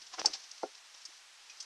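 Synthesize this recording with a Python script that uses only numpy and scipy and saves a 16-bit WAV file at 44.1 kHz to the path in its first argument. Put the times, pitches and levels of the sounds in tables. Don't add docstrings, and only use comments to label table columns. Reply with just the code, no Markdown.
import sys
import numpy as np
from scipy import signal
from scipy.fft import rfft, irfft
from scipy.io import wavfile

SR = 44100
rng = np.random.default_rng(int(sys.argv[2]) if len(sys.argv) > 2 else 0)


def output_pcm(signal):
    pcm = np.clip(np.atleast_2d(signal).T, -1, 1) * 32767
    wavfile.write(sys.argv[1], SR, np.round(pcm).astype(np.int16))


N = 72765
T = np.arange(N) / SR

# t/s, level/dB, pitch/ratio, ring length/ratio
CLACK_HITS = [(.258, -9.4, 1.002, 0.8), (0.5141, -33, 1.04, 0.58), (0.6294, -40, 0.93, 0.53),
              (1.0524, -33, 1.025, 1), (1.0592, -35, 1.025, 0.59), (1.602, -32.5, 1, 2.2),
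              (1.606, -33.5, 1, 1), (1.6257, -38.5, 1.09, 0.47)]
# f/Hz, level/dB, t60/s
CLACK_MODES = [(4035, -23, .04), (4405, -16, .05), (4665, -3.5, .038), (4850, 3, 0.016),
               (5075, -5.5, 0.041), (5400, 3.5, 0.026), (5630, -6, 0.028), (6025, -7, .04),
               (6260, -7, .052), (7388, -13.5, 0.02), (7980, -25, .05), (8280, -10.5, 0.013)]
# f/Hz, level/dB
CRACK_EQ = [(300, -42), (2000, -13), (3700, -18), (4500, -6), (5500, 1.5), (6300, -5), (6900, -3),
            (8400, -9.5), (10000, -21.5), (11000, -24), (12000, -44), (15000, -46)]

def clacks():
    crack = colour(rng.standard_normal(N), CRACK_EQ)
    rise_s, spit_delay_s = .00086, .0006
    hits, spit = np.zeros(N), np.zeros(N)
    for s, db, pitch, length in CLACK_HITS:
        modes = [(hz * pitch, level, t60 * length) for hz, level, t60 in CLACK_MODES]
        burst = amp(-19.5) * crack * onset(s, rise_s) * decay(s, t60=.057 * length)
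        hits += amp(db) * (ring(s, rise_s, modes) + burst)
        spit[round((s + spit_delay_s) * SR)] = amp(-13) * amp(db) ** 2
    return hits + high_pass(spit, hz=11000)


# t/s, level/dB, rise/s, tilt/(dB per octave), ring length/ratio
KNOCK_HITS = [(0.6325, -23, 0.00115, 10, 1.42), (.6359, -27.5, .0025, -4.5, .4)]
# f/Hz, level/dB, t60/s
KNOCK_MODES = [(184, -3.5, .036), (273.5, -12, .094), (364, -13, .049), (417, 3, 0.076), (526, 4.5, 0.042),
               (679, 6, 0.027), (763, -2.5, .053), (846, -1, 0.016), (1153, -17, 0.022),
               (1390, -17.5, 0.036), (2130, -36.5, 0.041)]

def knock():
    blows = np.zeros(N)
    for s, db, rise, tilt, length in KNOCK_HITS:
        modes = [(hz, level + tilt * np.log2(hz), t60 * length) for hz, level, t60 in KNOCK_MODES]
        blows += amp(db) * ring(s, rise, modes)
    return high_pass(blows + amp(-22) * room(blows, t60=.14), hz=222)


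# t/s, f/Hz, level/dB, rise/s, t60/s
BODY_BUMPS = [(.13, 1014, -49.5, 0.014, 0.055), (.131, 746, -54, 0.0071, .07),
              (.2448, 843, -27.5, 0.006, 0.033), (.262, 347.5, -43, 0.0059, 0.055),
              (.339, 784, -51, 0.0082, 0.069), (.623, 770, -46, .006, 0.025),
              (1.085, 337, -65, 0.0043, 0.043)]

def bumps():
    return swells(BODY_BUMPS)


def pop(s=.2165, hz=624):
    edge = np.exp(-((T - s) / .00006) ** 2)
    swing = decay(s, t60=.0047) * np.sin(2 * np.pi * hz * since(s))
    low_cut = signal.butter(1, 300, "high", fs=SR)
    return signal.lfilter(*low_cut, amp(-22) * swing - amp(-21.5) * edge)


# peak t/s, level/dB, rise/s, t60/s, hollow mix/dB, body mix/dB
SCUFF_STROKES = [(0.021, -47.5, .006, 0.046, -24, -20.5), (0.069, -48, 0.0078, 0.071, -29, -35),
                 (.141, -42.5, 0.018, 0.068, -5.5, -25), (.186, -53, 0.0085, 0.052, 11, 4.5),
                 (.196, -35, 0.0074, 0.051, -14, -5.5), (.206, -52, .004, .06, -11, 4.5),
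                 (0.252, -41.5, 0.011, 0.053, -3.5, -1.5), (.268, -49.5, .008, .16, -2, 5.5),
                 (.337, -33.5, .004, 0.046, -21, -30), (0.351, -42, 0.0092, 0.068, -10.5, -30),
                 (0.441, -49.5, .012, 0.063, -16, -25.5), (0.512, -54, .008, 0.039, -28, -26),
                 (.581, -51, .006, 0.068, -35, -33), (.754, -47.5, 0.0078, 0.038, -14.5, -37),
                 (0.779, -54, 0.0036, .04, -16, -35), (.948, -51, 0.0067, 0.062, -17, -21),
                 (0.977, -53, .004, 0.048, -20, -30), (1.019, -52, .006, 0.04, -37, -39),
                 (1.502, -49, 0.013, .07, -35, -32), (1.609, -48.5, 0.0045, .05, -35, -36),
                 (1.631, -58, 0.0091, 0.086, -22, -31)]
# f/Hz, level/dB
GRIT_EQ = [(150, -58), (500, -38), (1800, -26.5), (2700, -5.5), (4000, -5), (5500, 3), (6300, -4.5),
           (7200, -11), (9000, -28.5), (13000, -44), (15000, -72)]
HOLLOW_EQ = [(120, -65), (250, -26), (600, -11), (770, -2), (880, -10.5), (1040, -2), (1220, -5),
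             (1400, -9.5), (1750, -4.5), (2200, -12.5), (5000, -50)]
BODY_EQ = [(25, -19), (60, -22), (150, -25), (240, -14), (330, 6), (420, -2.5), (560, 1), (1000, -7),
           (1800, -13.5), (3000, -8), (6000, -53)]

def scuffs():
    grit, hollow, body = (colour(grains(), eq) for eq in (GRIT_EQ, HOLLOW_EQ, BODY_EQ))
    strokes = np.zeros(N)
    for s, db, rise, t60, hollow_db, body_db in SCUFF_STROKES:
        attack = np.exp(-2 * np.maximum(s - T, 0) / rise)
        texture = grit + amp(hollow_db) * hollow + amp(body_db) * body
        strokes += amp(db) * attack * decay(s, t60) * texture
    return strokes


# t/s, f/Hz, level/dB, rise/s, t60/s
SQUEAK_NOTES = [(1.495, 2500, -48, 0.0055, 0.03), (1.499, 5700, -49.5, 0.0036, 0.057),
                (1.51, 2500, -53, .005, 0.049), (1.57, 4930, -51, .003, .03),
                (1.602, 2790, -49.5, 0.0048, 0.019), (1.602, 3280, -49, 0.0036, .04)]

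def squeaks():
    return swells(SQUEAK_NOTES)


# t/s, level/dB
FUR_RIDE = [(0, -58.5), (.12, -62), (.23, -50), (.29, -53.5), (.33, -49.5), (.39, -53.5), (.48, -59),
            (.6, -57), (.8, -65), (1.06, -62.5), (1.17, -58), (1.25, -79), (1.45, -65.5), (1.65, -56)]
RUMBLE_RIDE = [(0, -78), (.06, -88), (.15, -84), (.19, -74), (.26, -74), (.31, -70), (.37, -86), (.5, -115)]
# f/Hz, level/dB
FUR_EQ = [(150, -49), (400, -24), (900, -18), (3000, -14.5), (4500, -7), (6100, -3.5), (7000, -21),
          (12000, -36), (15000, -63)]
RUMBLE_EQ = [(15, -11), (28, -5), (60, -7), (120, -22), (200, -4), (500, -24), (2000, -60)]

def slide():
    rumble = fader(RUMBLE_RIDE) * colour(rng.standard_normal(N), RUMBLE_EQ)
    rustle = fader(FUR_RIDE) * colour(grains(), FUR_EQ)
    return rustle + rumble


def room(x, t60):
    reflections_per_s, pre_delay_s = 3000, .0068
    taps = rng.choice([-1, 1], N) * (rng.random(N) < reflections_per_s / SR)
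    tail = taps * (T > pre_delay_s) * decay(0, t60)
    return signal.fftconvolve(x, tail / np.linalg.norm(tail))[:N]


# f/Hz, level/dB
HISS_EQ = [(15, -24), (25, -14), (55, -28), (100, -41), (150, -39), (210, -29), (380, -18), (550, -14.5),
           (850, -6.5), (1050, -6), (1400, -5.5), (3100, -4), (5300, -5), (7800, -10.5), (10000, -18.5),
           (13300, -31.5), (14500, -56)]

def hiss():
    return amp(-58) * colour(rng.standard_normal(N), HISS_EQ)


def amp(db):
    return 10 ** (np.asarray(db) / 20)


def fader(ride):
    return amp(np.interp(T, *np.transpose(ride)))


def colour(x, eq):
    hz, db = np.transpose(eq)
    f = np.fft.rfftfreq(N, 1 / SR)
    gain = amp(np.interp(np.log(f + 1), np.log(hz + 1), db))
    shaped = irfft(rfft(x) * gain, N)
    return shaped / np.sqrt(np.mean(shaped ** 2) + 1e-20)


def high_pass(x, hz):
    return signal.sosfilt(signal.butter(6, hz, "high", fs=SR, output="sos"), x)


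def since(s):
    return np.maximum(T - s, 0)


def decay(s, t60):
    return np.exp(-np.log(1000) * since(s) / t60)


def onset(s, rise):
    return np.sin(np.pi / 2 * np.minimum(since(s) / rise, 1)) ** 2


def ring(s, rise, modes):
    partials = sum(amp(db) * decay(s, t60) * np.sin(2 * np.pi * hz * since(s)) for hz, db, t60 in modes)
    struck = onset(s, rise) * partials
    return struck / (abs(struck).max() + 1e-12)


def swells(notes):
    return sum(amp(db) * onset(s, rise) * decay(s + rise, t60) * np.sin(2 * np.pi * hz * since(s))
               for s, hz, db, rise, t60 in notes)


def grains(per_s=7000, spread_db=3):
    size = amp(spread_db * np.minimum(rng.exponential(1, N), 4))
    return size * rng.choice([-1, 1], N) * (rng.random(N) < per_s / SR)


def scene():
    tumble = clacks() + bumps() + scuffs() + squeaks() + slide()
    bed = hiss()
    reverb = amp(-18.5) * room(tumble, t60=.12)
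    return (tumble + reverb + knock() + pop() + bed)[None]


def record(dry):
    high_cut = signal.firwin(511, 16500, window=("kaiser", 9), fs=SR)
    return signal.oaconvolve(dry, high_cut[None], "same")


dry = scene()
out = record(dry)
output_pcm(out)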